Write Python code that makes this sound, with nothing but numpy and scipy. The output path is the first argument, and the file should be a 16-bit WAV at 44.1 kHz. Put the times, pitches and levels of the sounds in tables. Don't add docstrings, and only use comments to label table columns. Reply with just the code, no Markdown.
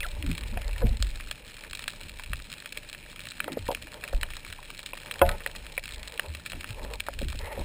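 import sys
import numpy as np
from scipy import signal
from scipy.fft import rfft, irfft, next_fast_len
from scipy.io import wavfile
from scipy.ndimage import uniform_filter1d, map_coordinates

SR = 44100
rng = np.random.default_rng(int(sys.argv[2]) if len(sys.argv) > 2 else 0)


def voltage_ratio(decibels):
    exponent = np.asarray(decibels, float) / 20
    return 10 ** exponent


def to_wav(s):
    ch = np.atleast_2d(s).T
    pcm = np.round(np.clip(ch, -1, 1) * 32767)
    wavfile.write(sys.argv[1], SR, pcm.astype(np.int16))


N = 336924


def unit(x):
    return x / np.sqrt(np.mean(x ** 2) + 1e-20)


def curves(rows):
    s, *columns = np.transpose(rows)
    return [np.interp(np.arange(N) / SR, s, column) for column in columns]


def wobble(rate):
    points = rng.standard_normal(int(N * rate / SR) + 4)
    return map_coordinates(points, [np.arange(N) * rate / SR])


def smooth(slow):
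    return np.interp(np.arange(N) / SR, np.arange(len(slow)) / 1000, slow)


def filtered(x, response):
    size = next_fast_len(N + SR // 2)
    hz = np.fft.rfftfreq(size, 1 / SR)
    return irfft(rfft(x, size) * response(hz), size)[..., :N]


def resonances(modes):
    def response(f):
        total = 0
        for k, (hz, width, db) in enumerate(modes):
            mode = 1j * f * width / (hz * hz - f * f + 1j * f * width)
            total = total + (-1) ** k * voltage_ratio(db) * mode
        return total
    return response


def noise(points):
    hz, db = np.transpose(points)

    def spectrum(f):
        return voltage_ratio(np.interp(np.log(f + 1), np.log(hz), db, -120, -120))
    return unit(filtered(rng.standard_normal(N), spectrum))


def scatter(times, rows):
    at = np.round(np.asarray(times) * SR).astype(int)[:, None] + np.arange(rows.shape[1])
    return np.bincount(at.ravel(), rows.ravel(), N + SR)[:N]


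# (frequency [Hz], width [Hz], level [dB])
DULL = [(600, 103, 0.5), (1204, 343, 3), (1837, 315, 6.5)]
MIDDLE = [(2330, 278, 8.6), (2686, 303, 7), (3347, 124, 0.25)]
BRIGHT = [(4063, 1080, 5), (5310, 200, -12.5)]


def snaps(times, db, dull_db, bright_db, burst_s, tail_s, tail_db, direct):
    t = np.arange(SR // 40) / SR
    length = burst_s * np.exp(0.35 * rng.standard_normal((len(times), 1)))
    chance = rng.standard_normal((2, len(times), len(t)))
    early = np.exp(-(1.23 * t / length) ** 1.28) * chance[0] ** 3 / 4
    tail = voltage_ratio(tail_db - 60 * t / tail_s) * chance[1]
    echoes = early + tail
    echoes /= np.linalg.norm(echoes, axis=1, keepdims=True)
    burst = echoes - direct * (t == 0)
    ring = 0
    for wall, level in [(DULL, db + dull_db), (MIDDLE, db), (BRIGHT, db + bright_db)]:
        ring = ring + filtered(scatter(times, voltage_ratio(level)[:, None] * burst), resonances(wall))
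    crack = scatter(times, direct * voltage_ratio(db - 0.5 + dull_db / 3)[:, None])
    through = resonances([(2280, 2340, 0)])
    return ring + filtered(crack, lambda f: through(f) ** 2)


# (time [s], peak level [dB], dull part [dB], bright part [dB])
SNAPS = [(0.0049, -22.5, -7, -7.5), (0.225, -19.5, -33, -16), (0.379, -25.5, -1, -1.5),
         (0.5733, -26, 2, -15), (1.025, -23, -1, 5), (1.3116, -19, -3, -4), (1.7504, -24.5, -16, -0.5),
         (1.879, -17, -2.5, -1), (2.3324, -22, 3.5, -7.5), (2.6587, -25, -5.5, -6.5),
         (2.7733, -24, -4.5, -2.5), (3.4024, -20.5, -5, -8), (3.4425, -22, -8, -11),
         (3.748, -19.5, -4.5, -6), (4.0385, -26.5, 4.5, -3.5), (4.212, -22.5, -30, -8),
         (4.2308, -24, 5.5, -5), (4.3675, -34.5, 10, 6.5), (4.8609, -23, -38, -1), (4.933, -25, -14, -24),
         (5.1115, -22, 1.5, -1), (5.2908, -22, 4, -1), (5.4625, -18.5, -6.5, -14), (5.7779, -29.5, 7.5, -4),
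         (6.1953, -28.5, 9.5, 2), (6.5317, -26.5, -1, -17), (6.643, -24.5, 1, -12.5), (7.0034, -22, -2, -1),
         (7.0849, -43, 20, 4), (7.3271, -39, 12.5, 5)]
# (time [s], peak level [dB])
THIN = [(0.2634, -30), (0.314, -25), (0.3504, -28.5), (.617, -31.5), (0.97, -30), (1.1563, -34),
        (1.7104, -27.5), (2.0112, -29), (2.094, -29), (2.236, -29.5), (2.5174, -30.5), (2.527, -31),
        (2.7234, -27.5), (2.8975, -30.5), (2.929, -31), (3.269, -32.5), (3.68, -27.5), (3.7144, -26.5),
        (3.8233, -25.5), (4.077, -28.5), (5.263, -30), (5.562, -27), (6.03, -28.5), (6.0753, -27.5),
        (6.1762, -29), (6.499, -30.5), (6.7058, -29), (7.1893, -25), (7.217, -29.5), (7.2841, -29)]
# (time [s], peak level [dB])
FULL = [(.064, -30), (0.4352, -27.5), (1.731, -26), (1.7924, -25), (1.84, -30.5), (1.903, -31),
        (2.1873, -34), (3.318, -31.5), (3.52, -29.5), (3.5292, -28.5), (3.942, -30.5), (4.526, -26.5),
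        (4.7027, -30), (4.7915, -27), (4.9752, -31), (5.2165, -26), (5.14, -31.5), (5.1926, -27),
        (5.3143, -28), (5.4731, -30.5), (5.856, -28.5), (5.8785, -31.5), (6.349, -25), (6.4609, -23.5),
        (6.5192, -26), (6.6086, -28), (6.936, -25), (7.066, -31), (7.137, -31), (7.301, -30.5)]
# (time [s], peak level [dB])
FAINT = [(0.4092, -34), (0.73, -38), (0.868, -30.5), (1.0013, -33), (1.0684, -33), (1.2079, -32.5),
         (1.2728, -37), (1.609, -33), (1.637, -32), (1.7723, -32), (1.914, -38), (2.196, -30.5), (2.4, -40),
         (2.948, -35.5), (3.1927, -32), (3.254, -32.5), (4.3037, -29), (4.3347, -35.5), (4.448, -34),
         (4.501, -32.5), (4.628, -41), (5.06, -32.5), (5.184, -32), (5.4044, -36), (5.6657, -40),
         (5.838, -33), (5.937, -32), (1.897, -37), (6.69, -35), (7.52, -39)]


def shrimp():
    thin = [(s, db, -9, -2) for s, db in THIN]
    full = [(s, db, -4.5, -3) for s, db in FULL]
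    s, db, dull_db, bright_db = np.transpose(SNAPS + thin + full)
    near = snaps(s + 0.00042, db + 18.5, dull_db, bright_db + 0.5,
                 burst_s=0.0019, tail_s=0.043, tail_db=-14, direct=0.93)

    strays, stray_db = 70, -43
    stray = rng.random((strays, 2)) * [N / SR, 6] + [0, stray_db - 7.5]
    s, db = np.transpose(FAINT + list(stray))
    colour = rng.standard_normal((len(s), 2))
    faint = snaps(s + 0.00039, db + 21.0, -6 + 3 * colour[:, 0], -3 + 3 * colour[:, 1],
                  burst_s=0.0011, tail_s=0.062, tail_db=-14.5, direct=0.63)

    far_count, reef_db = 1300, -50
    draw = rng.random((far_count, 2))
    colour = rng.standard_normal((far_count, 2))
    size_db = np.minimum(-4.2 * np.log(draw[:, 1]), 8)
    far = snaps(draw[:, 0] * N / SR, size_db, -7 + 6 * colour[:, 0], -4 + 6 * colour[:, 1],
                burst_s=0.002, tail_s=0.05, tail_db=-20, direct=0.7)
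    return near + faint + voltage_ratio(reef_db) * unit(far)


# (start time [s], length [s], level [dB], brightness [dB])
STROKES = [(0, 0.68, -61.5, 0), (0.628, 0.35, -58.5, -2), (3.394, 0.23, -59, 3), (3.898, 0.38, -57, -6),
           (5.06, 0.19, -54, -17), (5.233, 0.13, -41.5, -9), (5.35, 0.34, -60, -20),
           (5.913, 0.14, -60.5, -1), (6.055, 0.26, -53.5, -16), (6.704, 0.276, -55, -30),
           (6.757, 0.2, -48.5, -24), (7.399, 0.14, -45, -1), (7.45, 0.13, -46, -12),
           (7.579, 0.05, -41, -25)]


def rubbing():
    edge_s, resting_db = 0.031, -60
    s, length, level_db, bright_db = np.transpose(STROKES)[:, :, None]
    t = np.arange(8000) / 1000 - s
    shape = np.clip(np.minimum(t, length - t) / edge_s + 0.5, 0, 1) ** 2
    grit = rng.standard_normal((2, N)) * voltage_ratio(2.2 * wobble(70))
    wander = uniform_filter1d(grit, size=900, axis=1)
    wander = uniform_filter1d(wander, size=900, axis=1)
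    grip = voltage_ratio(2.1 * unit(wander))
    grit = grit * grip[::-1]
    # (Hz, width Hz, dB)
    low_modes = [(446, 71, -3.5), (594.6, 45.0, 1.0), (669, 112, -9.0), (900, 168, -6.0)]
    high_modes = [(1290, 230, -8.5), (1450, 60, -26.0), (1690, 120, -5.5), (2050, 330, 0.0)]
    low = unit(filtered(grit[0], resonances(low_modes)))
    high = unit(filtered(grit[1], resonances(high_modes)))
    stroke = voltage_ratio(level_db) * shape
    low_gain = voltage_ratio(resting_db) + smooth(stroke.sum(axis=0))
    high_gain = voltage_ratio(resting_db - 14) + smooth(np.sum(stroke * voltage_ratio(bright_db), axis=0))
    return low_gain * low + high_gain * high


def shoved(calm_db, crest_s, crest_db, fall_db_s):
    rise_db_s = 334
    t = np.arange(8000) / 1000 - crest_s[:, None]
    slope_db = np.minimum(rise_db_s * t, -fall_db_s * t)
    return voltage_ratio(calm_db) + smooth(voltage_ratio(crest_db[:, None] + slope_db).sum(axis=0))


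# (frequency [Hz], level [dB per Hz])
HEAVE = [(12, -35), (26, 7.5), (34, -6.5), (43, -12), (54, 3.5), (70, -44)]
SLOSH = [(40, -68), (58, -33), (75, 6.5), (105, -8), (135, -9.5), (170, -47)]
GURGLE = [(100, -58), (150, -5), (240, -5), (350, -7), (450, -22.5)]
SEA = [(59, -59), (100, 4), (414, -13), (584, -33), (693, -19), (1080, -23.5), (1720, -10.5), (2070, -14),
       (2380, -5.5), (3530, -14.5), (4190, -11), (5140, -15), (6000, -14.5), (7800, -65), (13200, -120)]
# (time [s], effort [dB])
EFFORT = [(0, -35), (.21, -34), (.4, -39), (.76, -33.5), (1.04, -39.5), (1.34, -49), (2.23, -48.5),
          (2.6, -54.5), (3.19, -50), (3.49, -56.5), (4.1, -50), (5.15, -52.5), (6.02, -45), (6.38, -59),
          (6.94, -42), (7.15, -44.5), (7.3, -39), (7.64, -50)]
# (time of crest [s], heave [dB], slosh [dB], gulp [dB])
SHOVES = [(.2, -58, -37, -50), (.3, -33.5, -41, -42), (.54, -57, -44, -53), (0.851, -25, -26.5, -51),
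          (1.04, -40, -50, -60), (2.05, -56, -53, -60), (2.339, -35, -46, -58.5), (3.4, -68, -68, -53),
          (3.54, -68, -72, -49), (3.64, -44, -44.5, -68), (3.82, -59, -55, -75), (4.15, -27, -40.5, -57),
          (4.5, -48, -53.5, -69), (5.25, -31.5, -33.5, -50), (6.3, -74, -43, -62), (6.55, -42, -42.5, -55),
          (6.64, -66, -62, -78), (6.85, -47, -51, -52.5), (7.248, -33.5, -33.5, -48), (7.36, -40, -40, -64),
          (7.6, -35, -40, -44.5)]


def water():
    effort_db, = curves(EFFORT)
    crest_s, heave_db, slosh_db, gulp_db = np.transpose(SHOVES)
    lump = np.tanh(wobble(14))
    heave = shoved(effort_db, crest_s, heave_db, fall_db_s=90)
    heave = heave * voltage_ratio(3 * lump) * noise(HEAVE)
    slosh = shoved(effort_db - 11.5, crest_s, slosh_db, fall_db_s=130)
    slosh = slosh * voltage_ratio(3.5 * lump) * noise(SLOSH)
    calm_db = -63 + 0.075 * (effort_db - effort_db.mean())
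    gurgle = shoved(calm_db, crest_s, gulp_db, fall_db_s=152)
    gurgle = gurgle * voltage_ratio(2.4 * lump + 2.9 * wobble(25)) * noise(GURGLE)
    sea = voltage_ratio(-53.0 + 2.35 * wobble(30)) * noise(SEA)
    return heave + slosh + gurgle + sea


# (time [s], peak level [dB], pitch [Hz], swell time [s])
TONES = [(.0045, -36, 1560, 0.00081), (.005, -30, 3310, 0.00091), (.573, -32.5, 1560, 0.001),
         (1.025, -41, 600, 0.0027), (3.4029, -17, 1630, 0.00054), (3.4029, -31, 3120, .0012),
         (3.4808, -33.5, 1280, 0.0023), (3.497, -41, 374, .005), (3.514, -36, 297, 0.0055),
         (3.5706, -37, 253, 0.0039), (3.571, -24.5, 450, 0.0028), (3.667, -35, 1840, 0.0018),
         (3.687, -20, 933, 0.0017), (3.6905, -22, 556, 0.0022), (3.7045, -22.5, 900, 0.0014),
         (3.7, -39, 700, .0012), (3.732, -43, 704, .0015), (3.736, -43, 450, .003),
         (3.719, -32, 850, 0.002), (4.0375, -26, 1690, 0.0011), (4.0487, -38, 4100, .001),
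         (4.231, -22.5, 1950, 0.0008), (4.232, -29, 3000, 0.002), (4.231, -30.5, 3950, 0.0011),
         (4.232, -35, 1030, 0.0012), (.818, -37.5, 1690, 0.0036), (4.933, -34.5, 1000, 0.0016),
         (5.1115, -26, 2620, 0.00094), (5.1116, -30, 1720, 0.00091), (5.111, -36, 1060, 0.00064),
         (5.113, -28, 3250, 0.0013), (5.1213, -31, 4040, 0.00078), (5.216, -27, 3280, 0.0014),
         (5.215, -21.5, 2780, .0008), (5.2153, -18, 900, 0.0012), (5.221, -34, 2610, 0.003),
         (5.4621, -16.5, 1860, 0.00086), (5.215, -16, 1460, 0.0018), (5.216, -31, 2170, .0016),
         (5.7781, -18.5, 2350, 0.0011), (5.783, -29, 1970, 0.0012), (5.776, -41, 1000, 0.0031),
         (5.462, -33.5, 900, 0.0015), (6.1955, -14.5, 1780, 0.00077), (6.1953, -21.5, 2840, 0.001),
         (7.326, -40, 1000, 0.0012),
         (.28, -32, 253, 0.0063), (0.28, -29.5, 177, 0.0071), (.52, -39, 226, 0.008),
           (5.24, -34.5, 553, .028), (2.303, -33.5, 144, 0.0026), (5.225, -39, 194.4, 0.0313),
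           (5.275, -41, 1290, 0.02), (5.27, -42.5, 1470, 0.021), (5.27, -44, 890, 0.025),
           (6.7, -32, 105, .008), (.052, -43, 650, 0.0024)]


def panels():
    t = np.arange(SR // 5) / SR
    s, db, hz, swell_s = np.transpose(TONES)[:, :, None]
    u = t / swell_s
    return scatter(s[:, 0], voltage_ratio(db) * u * np.exp(1 - u) * np.sin(2 * np.pi * hz * t))


# (time [s], pitch [Hz], level [dB])
SQUEAKS = [
    [(.006, 2460, -45), (.011, 2480, -33), (.02, 2540, -35), (.027, 2650, -34), (.031, 2650, -74)],
    [(.03, 2150, -37), (.033, 2030, -35), (.038, 1850, -40), (.045, 1650, -29.5), (.05, 1350, -34),
     (.055, 1290, -32), (.06, 1410, -38.5)],
]


def squeaks():
    out = np.zeros(N)
    for rows in SQUEAKS:
        hz, db = curves(rows)
        phase = 2 * np.pi * np.cumsum(hz * (1 + 0.02 * wobble(408))) / SR
        sounding = (db > db[-1]) * (np.arange(N) > rows[0][0] * SR)
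        overtone = voltage_ratio(-9) * np.clip(hz / 500 - 2.4, 0, 1) * (hz < 1850)
        tone = np.sin(phase) + overtone * np.sin(2 * phase)
        out += voltage_ratio(db + 3.5 * wobble(350)) * sounding * tone
    return out


# (time [s], level [dB])
MUFFLED = [(0.2627, -45), (0.2731, -40), (0.2981, -44), (0.4207, -39), (0.4357, -44), (0.5403, -44),
           (0.617, -38.5), (0.711, -49), (0.7797, -53), (0.8063, -54), (1.1, -44), (1.2007, -38),
           (1.2071, -44), (1.2725, -47), (1.5828, -45.0), (1.6476, -36), (1.9344, -38.5), (2.3157, -44.0),
           (2.4003, -42.5), (2.517, -46), (2.9476, -40), (3.0623, -41), (3.129, -43), (3.2708, -39.5),
           (3.4425, -38), (3.575, -41), (3.6671, -38), (3.7725, -42), (3.9273, -41), (3.9678, -46),
           (4.086, -43), (4.1335, -36), (4.1491, -48), (4.2875, -45), (4.6283, -37), (4.7029, -37),
           (4.9522, -42), (4.9731, -38), (5.0595, -38.5), (5.1566, -37.5), (5.4972, -42), (5.551, -35),
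           (5.6559, -46), (5.895, -49), (5.9018, -43.5), (6.03, -46), (6.1328, -46), (6.2218, -46.0),
           (6.2537, -42), (6.3981, -41), (6.5628, -47), (6.783, -46.5), (6.8472, -39), (7.065, -37),
           (7.132, -41), (7.237, -44), (7.3048, -42), (7.3437, -43.0), (7.411, -43), (7.6167, -52)]
# (time [s], level [dB])
CRISP = [(0.3299, -37), (0.7108, -37), (0.7308, -38.5), (0.781, -34), (0.8053, -38), (1.046, -31.5),
         (1.2726, -40), (1.3265, -41), (1.479, -37), (1.4985, -41), (1.542, -39.5), (1.5682, -37.5),
         (1.827, -36.5), (1.922, -40), (2.0336, -34.5), (2.084, -37), (2.261, -37), (2.3075, -47),
         (2.3573, -39), (2.5008, -38), (2.5386, -35), (2.602, -37), (2.8974, -44), (3.0602, -46),
         (3.16, -34.5), (3.2048, -34.5), (3.3683, -35.5), (3.5913, -38), (3.919, -38.5), (4.086, -36),
         (4.1476, -38), (4.3357, -41), (4.4869, -40), (4.643, -44), (4.7476, -37.5), (4.803, -38),
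         (4.9527, -47), (5.033, -38), (5.0694, -42.0), (5.1214, -37), (5.2529, -38), (0.032, -29),
         (5.514, -37.5), (5.6661, -40.5), (5.794, -36.5), (5.8904, -34.5), (5.909, -36.5), (6.1224, -37),
         (6.1406, -36.5), (6.2612, -40), (6.674, -42), (3.6885, -40), (7.0, -33), (7.2308, -38),
         (7.246, -37), (7.356, -36.5), (7.4143, -39.5), (7.5275, -37)]


def distant():
    s, db = np.transpose(MUFFLED)
    muffled = snaps(s, db + 19, 8.3, -2.8, burst_s=0.002, tail_s=0.048, tail_db=-17, direct=0.33)
    s, db = np.transpose(CRISP)
    crisp = snaps(s, db + 22.0, -8.5, -1.4, burst_s=0.0017, tail_s=0.056, tail_db=-13.5, direct=0.84)
    return muffled + crisp


# (frequency [Hz], level [dB], time to fade by 60 dB [s])
BARREL = [(225, -25, .08), (360, -8, .085), (465, -18, .06), (551, 0, .11), (640, -13, .25), (706, -8, .2),
          (870, -11, .11), (983, -2, .05), (1265, -16, .07), (1484, -11, .07), (1675, -16, .07),
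          (2110, -12, .03), (2600, -14, .035), (3240, -15, .025)]
# (time [s], peak level [dB], brightest pitch [Hz], share of full ring time)
FLICKS = [
    (.062, -37, 720, 0.19),
    (.572, -26.5, 695, 0.17),
    (2.195, -40, 1050, 0.49),
    (4.589, -36, 1090, 0.3),
]
# (time [s], peak level [dB], brightest pitch [Hz], share of full ring time)
STRIKES = [
    (.817, -27.5, 1180, 0.94),
    (4.229, -40, 600, 0.47),
    (4.934, -33.5, 760, 0.25),
    (5.216, -5.5, 900, 0.93),
    (6.531, -42, 470, 0.74),
    (7.592, -33, 400, 0.37),
]
# (time [s], peak level [dB], brightest pitch [Hz], share of full ring time)
BUMPS = [(.842, -22.5, 211, 0.88), (.862, -39, 700, 0.16), (.888, -36.5, 617, 0.27), (.996, -41, 210, 0.81),
         (3.4802, -22.5, 570, 0.17), (3.4803, -21, 1140, 0.091), (3.5715, -22, 423, 0.19),
         (3.6875, -25, 900, 0.08), (3.688, -19, 338, 0.07), (3.693, -22, 600, 0.12), (3.705, -29, 800, 0.2),
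         (3.708, -21, 536, 0.18), (3.719, -33, 900, 0.15), (3.7225, -24, 534, 0.13), (4.05, -44, 580, 0.46),
         (4.13, -26, 570, 0.3), (5.462, -32.5, 600, 0.37), (5.778, -29, 550, 0.27),
         (6.194, -27.5, 590, 0.097), (7.0853, -21.5, 1040, 0.08), (7.0856, -16.5, 1470, 0.043),
         (7.088, -32.5, 560, 0.37), (7.214, -28.5, 417, 0.35), (7.226, -25, 227, 0.24),
         (7.348, -40, 500, 0.24), (7.576, -27.5, 525, 0.34)]


def knocks():
    t = np.arange(SR // 3) / SR
    hz, level, t60 = np.transpose(BARREL)[:, :, None]
    kinds = [(STRIKES, 0.5), (BUMPS, 52.5), (FLICKS, 66)]
    times, rows = [], []
    for table, softness in kinds:
        onset = (1 - np.exp(-t / (0.00051 + 0.00001 * softness))) ** 2
        for s, db, centre_hz, share in table:
            chance = 1.2 * rng.standard_normal((len(hz), 1))
            evenness = min(share + 0.63, 1)
            strength = evenness * level - softness * np.log2(hz / centre_hz) ** 2 + chance
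            modes = voltage_ratio(strength - 60 * t / (t60 * share)) * np.sin(2 * np.pi * hz * t)
            ring = np.sum(modes, axis=0) * onset
            times.append(s)
            rows.append(voltage_ratio(db) * ring / np.abs(ring).max())
    return scatter(times, np.array(rows))


# (time [s], peak level [dB], swing frequency [Hz], time to fade by 60 dB [s])
JOLTS = [(.236, -33, 274.5, 0.2), (0.269, -19.5, 54, 0.15), (0.294, -24, 160, 0.18), (0.654, -25.5, 39, 1),
         (.828, -18.5, 454, 0.066), (0.835, -14, 49, 0.14), (0.916, -37, 218, 0.17),
         (1.003, -20, 47.1, 0.51), (2.325, -25.5, 43, 0.19), (3.458, -37, 290, 0.12),
         (3.589, -34.5, 92.4, 0.35), (3.614, -35, 60, 0.22), (4.1417, -18, 33.7, 0.22),
         (5.219, -25, 68.6, 0.33), (7.233, -31, 58, 0.27), (7.29, -36, 36.8, 0.74), (7.267, -31, 66, .3),
         (7.345, -41, 235, .08), (7.361, -26, 54.6, .25), (7.589, -28, 64, 0.18)]


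def jolts():
    t = np.arange(SR // 2) / SR
    s, db, hz, t60 = np.transpose(JOLTS)[:, :, None]
    turns = hz * (t + 0.0014 * (1 - np.exp(-t / 0.0074)))
    onset = 1 - np.exp(-t / 0.0038)
    return scatter(s[:, 0], voltage_ratio(db + 2.0 - 60 * t / t60) * np.sin(2 * np.pi * turns) * onset)


def scene():
    reef = shrimp() + distant()
    gun = rubbing() + knocks() + jolts()
    return (reef + gun + water() + panels() + squeaks())[None]


def top_cut(x):
    return signal.sosfilt(signal.butter(12, 16620, fs=SR, output="sos"), x)


def record(dry):
    sample_hz, out_hz = 12000, 48000

    def port(f):
        dip = 1 - 0.8 / (1 + ((f - 4620) / 170) ** 2)
        return dip * (f < sample_hz / 2) / (1 + (f / 5600) ** 24)
    band = filtered(dry, port)
    mirrored = band * (1 + 2 * np.cos(2 * np.pi * sample_hz * np.arange(N) / SR))
    held = filtered(mirrored, lambda f: np.sinc(f / sample_hz) / np.sinc(f / out_hz))

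    body = filtered(held, lambda f: f <= 15290)
    top = filtered(held, lambda f: (f > 15290) * (f <= 15860) * voltage_ratio(-9))
    edge = filtered(held, lambda f: (f > 15860) * voltage_ratio(np.interp(f, [15860, 16550, 16680], [-15, -20, -60])))
    loudness = uniform_filter1d(top ** 2, size=1024)
    passes = uniform_filter1d(1. * (loudness > np.quantile(loudness, 0.42)), size=256)
    peaks = uniform_filter1d(1. * (loudness > np.quantile(loudness, 0.93)), size=256)
    return top_cut(body + passes * top + peaks * edge)


dry = scene()
out = record(dry)
to_wav(out)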